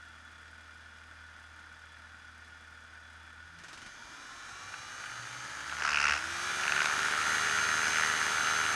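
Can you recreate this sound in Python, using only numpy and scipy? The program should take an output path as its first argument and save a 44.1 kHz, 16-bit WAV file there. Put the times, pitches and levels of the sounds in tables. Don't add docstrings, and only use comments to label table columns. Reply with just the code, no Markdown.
import sys
import numpy as np
from scipy import signal
from scipy.fft import rfft, irfft, next_fast_len
from scipy.io import wavfile
from scipy.ndimage import uniform_filter1d, map_coordinates

SR = 44100
rng = np.random.default_rng(int(sys.argv[2]) if len(sys.argv) > 2 else 0)


def transcribe(signal):
    frames = np.atleast_2d(signal).T
    limited = np.clip(frames, -1, 1)
    pcm = np.round(limited * 32767).astype(np.int16)
    wavfile.write(sys.argv[1], SR, pcm)


N = 385862

FULL_HZ, BLADES_PER_TURN = 101.3, 2 / 2.6
OPEN_S, OPEN_TAKES_S = 3.3, 0.56
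UNEQUAL_S, UNEQUAL_TAKES_S = 6.1, .3

# f/Hz, level/dB
RUN_COLOUR = [(35, -52), (60, -17), (190, -18), (347, -13), (399, -17.5), (564, -14.5), (1050, -10.5),
              (1450, -4), (2650, -18), (2910, -13.5), (5550, -18), (6530, -14.5), (7000, -21),
              (9900, -25.5), (15000, -54)]
# f/Hz, level/dB
KNOCK_COLOUR = [(30, -70), (150, -40), (600, -19), (1050, -9), (1300, -3), (1480, 4.5), (1680, -3),
                (2170, -10), (2600, -7), (3600, -19), (5300, -17), (9000, -34), (11500, -52), (15000, -68)]


def amp(db):
    return 10 ** (np.asarray(db) / 20)


def unit(x):
    return x / np.sqrt(np.mean(x ** 2) + 1e-20)


def along(points, hz):
    f, v = np.transpose(points)
    return np.interp(np.log(hz + 1), np.log(f + 1), v)


def ramp(start, length):
    return np.clip((np.arange(N) / SR - start) / length, 0, 1)


def wobble(rate):
    at = np.arange(0, N + 32, 32) * rate / SR
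    smooth = map_coordinates(rng.standard_normal(int(at[-1]) + 4), [at])
    return np.interp(np.arange(N) * rate / SR, at, smooth)


def filtered(x, response):
    size = next_fast_len(N + SR // 2, True)
    return irfft(rfft(x, size) * response(np.fft.rfftfreq(size, 1 / SR)), size)[:N]


def coloured(x, points, size=4096):
    cepstrum = irfft(np.log(amp(along(points, np.fft.rfftfreq(size, 1 / SR)))))
    cepstrum[1:size // 2] *= 2
    cepstrum[size // 2 + 1:] = 0
    return signal.oaconvolve(x, irfft(np.exp(rfft(cepstrum))))[:N]


def patchy(x, depth_db, size=1024):
    bands = signal.stft(x, nperseg=size)[2]
    swell = uniform_filter1d(rng.standard_normal(bands.shape), size=5, axis=0)
    swell = uniform_filter1d(swell, size=14, axis=1)
    return signal.istft(bands * amp(depth_db * unit(swell)), nperseg=size)[1][:N]


def bursts(cycles, decay, scatter_db):
    which = np.floor(cycles - np.floor(cycles.min())).astype(int)
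    heights = amp(scatter_db * rng.uniform(-1.6, 1, which.max() + 1))
    return heights[which] * np.exp(-(cycles % 1) / decay)


def strikes(cycles, colour, decay, scatter_db, scrape):
    envelope = bursts(cycles, decay, scatter_db)
    blows = np.maximum(np.diff(envelope, prepend=envelope[0]), 0)
    contact = unit(blows) + scrape * unit(envelope * rng.standard_normal(N))
    spread = filtered(contact, lambda f: np.exp(-1j * np.sqrt(f)))
    return unit(coloured(spread, colour))


def periodic(cycles, gains, size=8192):
    cycle = irfft(gains * np.exp(2j * np.pi * rng.random(len(gains))), size) * size / np.sqrt(2)
    return np.interp(cycles % 1 * size, np.arange(size + 1), np.append(cycle, cycle[0]))


def stack(cycles, table):
    multiple, db = np.transpose(table)
    return periodic(cycles, np.bincount(multiple.astype(int), amp(db)))


def speed():
    # t/s, turning rate/Hz
    shaft = [(0.0, 39.591), (3.37, 39.766), (3.73, 43.2), (4.1, 53.0), (4.23, 56.0), (4.39, 58.457),
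             (4.86, 64.642), (5.24, 67.669), (5.51, 71.099), (5.69, 72.374), (6.1, 73.531), (6.31, 84.199),
             (6.51, 91.019), (6.71, 95.107), (7.0, 97.629), (7.29, 101.112), (7.55, 101.707),
             (8.18, 101.263), (8.75, 101.233)]
    return np.interp(np.arange(N) / SR, *np.transpose(shaft))


def octaves():
    return np.log2(speed() / FULL_HZ)


def throttle():
    return ramp(OPEN_S, OPEN_TAKES_S)


def idle(turns):
    # f/Hz, width/Hz, relative level/dB
    housing = [(910, 25, -13), (1460, 45, .8), (1750, 40, -5.5), (2365, 35, -13), (3335, 50, -16),
               (3420, 20, -12), (4820, 170, -21)]
    # f/Hz, level/dB
    hiss_colour = [(60, -31), (125, -16), (140, -19), (215, -11), (300, -13), (380, -25), (480, -19),
                   (1050, -16), (1480, -0.5), (2000, -12), (2650, -20), (3350, -19.5), (3600, -33),
                   (6500, -31), (9500, -31), (12000, -48), (15000, -62)]
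    idle_db, tight_hz = -54, 54.7
    level_db = idle_db - np.maximum(speed() - tight_hz, 0)
    shake = (.4 + bursts(turns, decay=.45, scatter_db=1.6)) * amp(.4 * wobble(30))
    notes = lambda f: sum(amp(db) * 1j * f * w / (c * c - f * f + 1j * f * w) for c, w, db in housing)
    ringing = filtered(rng.standard_normal(N), lambda f: notes(f) / (1 + (f / 8000) ** 4))
    rattle = unit(uniform_filter1d(shake, size=160) * ringing)
    beat = (1.3 + bursts(4 * turns, decay=0.71, scatter_db=4.5)) * amp(0.53 * wobble(45))
    swish = 1 + 0.14 * np.cos(2 * np.pi * turns * BLADES_PER_TURN)
    peaks_hz, peaks_db = np.linspace(0, SR / 2, N), 2 * wobble(45)
    peaks = lambda f: amp(np.clip(f / 4000, 0, 1) * np.interp(f, peaks_hz, peaks_db))
    metal = filtered(rng.standard_normal(N), peaks)
    hiss = unit(coloured(beat * swish * metal, hiss_colour))
    return amp(level_db) * (amp(-2.8) * rattle + amp(-3.0) * hiss)


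def putter(turns):
    # multiple of the shaft rate, level/dB
    idle_tones = [(4, -82), (8, -85), (12, -80), (15, -82), (17, -82), (19, -80), (23, -78), (27, -78),
                  (31, -76), (36, -67), (54, -79), (84, -80), (86, -73.5), (102, -87), (108, -84),
                  (126, -87)]
    # multiple of the shaft rate, relative level/dB
    exhaust_tones = [(7, -64), (8, -62), (10, -64), (12, -60), (13, -56.5), (14, -64)]
    db_per_octave = 22
    idling = stack(turns + .0012 * wobble(12), idle_tones) * (1 - throttle()) ** 2
    part_throttle = throttle() * (1 - ramp(UNEQUAL_S, UNEQUAL_TAKES_S))
    exhaust = stack(turns + .004 * wobble(25), exhaust_tones) * amp(db_per_octave * octaves())
    return patchy(idling + part_throttle * exhaust, depth_db=1.5)


def backlash(turns):
    colour = [(500, -14), (2500, -7), (4900, -4.5), (7500, -4), (10500, -9), (13000, -24), (15000, -50)]
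    ticks = strikes(turns * BLADES_PER_TURN - .55, colour, decay=0.26, scatter_db=3, scrape=4)
    return amp(-75) * (1 - throttle()) * ticks


def overtones(cycles, table, full_hz, rest_db, count, odd=1):
    multiple, db = np.transpose(table)
    k = np.arange(count)
    strength_db = rest_db + rng.uniform(-1.5, 3.1, count)
    strength_db[multiple.astype(int)] = db - along(RUN_COLOUR, multiple * full_hz)
    source_share = .35
    gains = (k >= multiple[0]) * amp(source_share * strength_db)
    wave = periodic(cycles, gains * (1 - k % 2)) + odd * periodic(cycles, gains * (k % 2))
    rounded = lambda u: u - np.sin(2 * np.pi * u) / (2 * np.pi)
    frame_db = lambda f: (1 - source_share) * np.interp(rounded(f / full_hz), k, strength_db)
    return filtered(wave, lambda f: amp(frame_db(f) + along(RUN_COLOUR, f)))


def drone(turns):
    # multiple of the shaft rate, relative level/dB
    engine_tones = [(6, -59.5), (7, -60), (8, -61), (9, -59), (10, -58), (11, -56), (12, -58), (14, -54),
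                    (15, -60), (16, -58), (17, -49), (18, -54), (19, -61), (20, -54), (21, -59), (22, -54),
                    (23, -58), (24, -57), (26, -62), (27, -60), (28, -51), (29, -60), (32, -64), (33, -55),
                    (34, -57), (37, -60), (39, -59), (46, -62), (47, -59), (55, -61), (58, -61), (61, -62),
                    (62, -45), (63, -62), (64, -61), (65, -58), (66, -56), (70, -62), (72, -64), (74, -61),
                    (82, -57), (90, -65), (96, -65), (98, -66), (105, -69), (109, -67), (115, -69),
                    (117, -71)]
    # multiple of the blade rate, level/dB
    prop_tones = [(8, -60), (9, -66), (10, -58), (11, -58), (12, -59), (15, -51), (16, -49), (17, -44),
                  (18, -41), (19, -45), (20, -50), (21, -51), (22, -45), (23, -53), (25, -49), (27, -54),
                  (28, -58), (29, -53), (30, -53), (31, -52), (32, -55), (38, -54)]
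    engine_db, prop_db = 1 + 19.5 * octaves(), 26.5 * octaves()
    unsteady = (.0004 + .009 * (1 - ramp(OPEN_S, .6))) * wobble(25)
    odd = amp(-13 * (1 - ramp(UNEQUAL_S, UNEQUAL_TAKES_S)))
    engine = overtones(turns + unsteady, engine_tones, FULL_HZ, rest_db=-48.5, count=150, odd=odd)
    passes = turns * BLADES_PER_TURN + 0.0019 * wobble(30)
    prop = overtones(passes, prop_tones, FULL_HZ * BLADES_PER_TURN, rest_db=-53.5, count=60)
    return amp(engine_db) * patchy(engine, depth_db=.9) + amp(prop_db) * patchy(prop, depth_db=2.2)


def tone(turns, name, full_db, db_per_octave, waver_db):
    ratios = {"shaft": 1, "firing": 2, "third": 3, "fourth": 4, "fifth": 5, "sixth": 6, "blade":
              BLADES_PER_TURN, "second blade": 2 * BLADES_PER_TURN, "third blade": 3 * BLADES_PER_TURN,
              "fourth blade": 4 * BLADES_PER_TURN, "sixth blade": 6 * BLADES_PER_TURN, "shaft plus blade": 1
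              + BLADES_PER_TURN, "firing plus blade": 2 + BLADES_PER_TURN, "low whine": 24 *
              BLADES_PER_TURN, "middle whine": 30, "high whine": 40}
    # tone name, f/Hz, width/Hz, lift/dB
    resonances = [("shaft", 47, 6.7, 12), ("shaft", 74.3, 2.6, 16.7), ("shaft", 82.7, 7.6, 14.5),
                  ("shaft", 102, 4, 7.3), ("firing", 80, 7.7, 22.7), ("firing", 148, 3.1, 12),
                  ("blade", 45, 7.8, 15), ("blade", 77, 8.4, 12), ("second blade", 95, 9.7, 15),
                  ("second blade", 147, 1.3, 4.5), ("shaft plus blade", 120.8, 6, 22),
                  ("third", 221, 3.1, 20.7), ("fourth", 167, 6.6, 30.5), ("fourth", 316, 40, 8.5),
                  ("sixth blade", 230, 17, 15), ("high whine", 4055, 60, 6), ("fifth", 275, 22, 23),
                  ("sixth", 238, 10, 12), ("sixth", 315, 22, 15), ("third", 120, 8, 8.7),
                  ("firing", 100, 14, 6.6), ("shaft plus blade", 95, 10, 8)]
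    hz = ratios[name] * speed()
    lift_db = sum(db * np.exp(-((hz - centre) / width) ** 2)
                  for driver, centre, width, db in resonances if driver == name)
    level_db = full_db + db_per_octave * octaves() + lift_db + waver_db * wobble(14)
    return np.sqrt(2) * amp(level_db) * np.sin(2 * np.pi * ratios[name] * turns)


def throb(turns):
    # tone name, base level at full speed/dB, growth/dB per octave of speed
    hums = [("shaft", -67, 11), ("firing", -61, 17.2), ("third", -71.5, 12.6), ("fourth", -55, 30.8),
            ("fifth", -66.5, 26), ("sixth", -75, 9.4), ("blade", -71.5, 16.4), ("second blade", -59.5, 31),
            ("third blade", -62.5, 39), ("fourth blade", -63, 42), ("sixth blade", -59.5, 25),
            ("shaft plus blade", -68, 17.3), ("firing plus blade", -65, 15)]
    stumble = .65 * (1 - ramp(start=4.9, length=.5))
    rough = throttle() * (.22 + stumble)
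    hum = sum(tone(turns, *row, waver_db=1.0) * (1 + rough * wobble(60)) for row in hums)
    return hum / np.sqrt(1 + rough ** 2)


def whines(turns):
    # tone name, base level at full speed/dB, growth/dB per octave of speed
    notes = [("low whine", -46, 19.5), ("middle whine", -60.5, 11), ("high whine", -60.5, 26)]
    low, *upper = (tone(turns, *row, waver_db=1.5) for row in notes)
    grip = ramp(start=3.9, length=.12)
    ease = amp(-8 * ramp(start=7.7, length=0.54))
    rasp = 1 + .45 * wobble(70)
    return amp(-14 * (1 - throttle())) * (grip * ease * rasp * low + sum(upper))


def buzz(turns, count=120):
    # f/Hz, level/dB
    metal_colour = [(1200, -30), (2100, -8), (2380, 5), (2520, -3), (2700, -3), (3020, 2), (3300, -2),
                    (3550, 1), (3720, -3), (4000, 3), (4200, -9), (4580, 0), (4850, -4), (5100, -5),
                    (5500, 2), (5850, -4), (6180, 2), (6550, -4), (6950, -3), (7300, -16), (9500, -15),
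                    (12000, -26), (15000, -40)]
    # turning rate/Hz, level/dB
    strength = [(40, -76), (46, -61), (55, -58.5), (62, -55), (67, -53.5), (72, -54), (82, -47.5),
                (90, -44), (97, -45.5), (101, -56)]
    firings = unit(periodic(2 * turns + .001 * wobble(60), amp(rng.uniform(-1.5, 1.5, count))))
    grit = unit((2 + bursts(2 * turns, decay=.4, scatter_db=2)) * rng.standard_normal(N))
    ring = lambda x: unit(filtered(x, lambda f: amp(along(metal_colour, f))))
    return amp(along(strength, speed())) * unit(patchy(ring(firings), depth_db=2.0) + .47 * ring(grit))


def wash(turns):
    # idle level/dB, full-speed level/dB, growth/dB per octave of speed
    bands = [(-79, -54, 16), (-66, -38.7, 18.5), (-72, -44, 19)]
    opened = throttle()
    low_db, mid_db, high_db = ((1 - opened) * idle_db + opened * (full_db + growth * octaves())
                               for idle_db, full_db, growth in bands)
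    pulse = 1 + 0.028 * np.cos(2 * np.pi * turns * BLADES_PER_TURN)
    noise = pulse * amp(1.2 * wobble(150)) * rng.standard_normal(N)
    air = patchy(coloured(noise, RUN_COLOUR), depth_db=1.0)
    below = lambda f, hz: 1 / (1 + (f / hz) ** 6)
    low = unit(filtered(air, lambda f: below(f, hz=880)))
    middle = unit(filtered(air, lambda f: below(f, hz=3000) - below(f, hz=836)))
    high = unit(filtered(air, lambda f: 1 - below(f, hz=3380)))
    return amp(low_db) * low + amp(mid_db) * middle + amp(high_db) * high


def airframe(x):
    # f/Hz, width/Hz, gain/dB
    bands = [(1100, 200, -2), (1500, 110, 1.5), (2140, 90, -5), (2370, 80, 5), (2630, 80, -6),
             (3990, 80, 3), (4200, 170, -3), (5760, 90, -4), (7350, 300, -3)]
    gain_db = lambda f: sum(db * np.exp(-((f - hz) / width) ** 2) for hz, width, db in bands)
    return filtered(x, lambda f: amp(gain_db(f)))


def gulps():
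    # t/s, relative level/dB
    catches = [(3.587, -53.5), (3.636, -50), (3.683, -49.5), (3.73, -47.5), (3.774, -51), (3.818, -51.5),
               (3.861, -50)]
    t = np.arange(N) / SR
    envelope = sum(amp(db) * (t > s) * np.exp(-np.abs(t - s) / 0.026) for s, db in catches)
    colour = [(30, -22), (120, -1), (200, -3), (320, 0), (450, -13), (1500, 2.0), (3000, -6.0),
              (6500, -10), (10000, -19), (15000, -54)]
    return amp(2) * envelope * unit(coloured(rng.standard_normal(N), colour))


def clacks():
    # t/s, peak level before the ringing is added/dB, dulled above f/Hz
    jolts = [(4.7387, -33, 1500), (4.7417, -31, 2000), (5.7253, -26, 1900), (5.8222, -21.5, 2500),
             (5.8502, -18.5, 1900), (6.636, -22, 6000), (6.6798, -18, 8000), (6.7216, -15.3, 8000),
             (6.765, -20, 6000), (6.778, -20, 6000), (6.792, -21, 5000), (6.8048, -17, 8000),
             (6.8185, -17.5, 8000), (6.845, -22, 5000), (6.8583, -15.3, 8000), (6.9915, -20.5, 8000)]
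    t = np.arange(SR // 50) / SR
    knocks = np.zeros(N)
    for s, db, dull_hz in jolts:
        crack = rng.standard_normal(len(t)) * np.exp(-t / .0011)
        soften = signal.butter(2, dull_hz, fs=SR)
        knock = coloured(signal.lfilter(*soften, crack), KNOCK_COLOUR)
        knocks[round(s * SR):][:len(knock)] += amp(db) * knock / np.abs(knock).max()
    return knocks + .4 * fitting_note(knocks)


def fitting_note(x, ring_hz=2630, width_hz=340):
    return 2.4 * filtered(x, lambda f: np.exp(-((f - ring_hz) / width_hz) ** 2))


def bouts(rows, attack_s=0.097, release_s=0.12):
    return sum(amp(db) * (ramp(start, attack_s) - ramp(end, release_s)) for start, end, db in rows)


def chatter(turns):
    # start/s, end/s, relative level/dB
    shaft_bouts = [(5.76, 6.115, -32.8), (5.96, 6.08, -39)]
    # start/s, end/s, relative level/dB
    hard_bouts = [(5.86, 6.08, -34.5), (5.96, 6.08, -39.5)]
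    # start/s, end/s, level/dB
    blade_bouts = [(4.95, 6.5, -50.5), (5.62, 6.2, -46), (6.55, 8.75, -35.5), (7.8, 8.0, -39)]
    # f/Hz, level/dB
    tick_colour = [(30, -60), (400, -16.5), (1400, 6.5), (2200, 1), (3500, -22), (5200, -2.5), (6800, -11),
                   (10000, -33), (15000, -60)]
    loose = turns + .011 * wobble(70)
    knock = strikes(loose - .84, KNOCK_COLOUR, decay=0.17, scatter_db=.6, scrape=1)
    tick = strikes(loose - .16, tick_colour, decay=0.1, scatter_db=1, scrape=.7)
    soft_colour = [(30, -70), (200, -34.0), (800, -12.5), (1200, -7.5), (1450, 5.0), (1850, -4.0),
                   (2200, -7.5), (2800, -10), (3600, -19.0), (6000, -18.0), (14000, -43.5)]
    nudge = strikes(turns * BLADES_PER_TURN - .71, soft_colour, decay=0.15, scatter_db=0, scrape=4.3)
    rattle = bouts(shaft_bouts) * (amp(-1.5) * knock + amp(-3.5) * tick)
    return rattle + bouts(hard_bouts) * fitting_note(knock) + bouts(blade_bouts) * nudge


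def scene():
    turns = np.cumsum(speed()) / SR
    tones = drone(turns) + putter(turns) + throb(turns) + whines(turns)
    machine = tones + airframe(buzz(turns) + wash(turns)) + gulps() + idle(turns) + backlash(turns)
    return (machine + chatter(turns) + clacks())[None]


def record(dry):
    top_hz = 15250
    return filtered(dry[0], lambda hz: hz < top_hz)[None]


dry = scene()
out = record(dry)
transcribe(out)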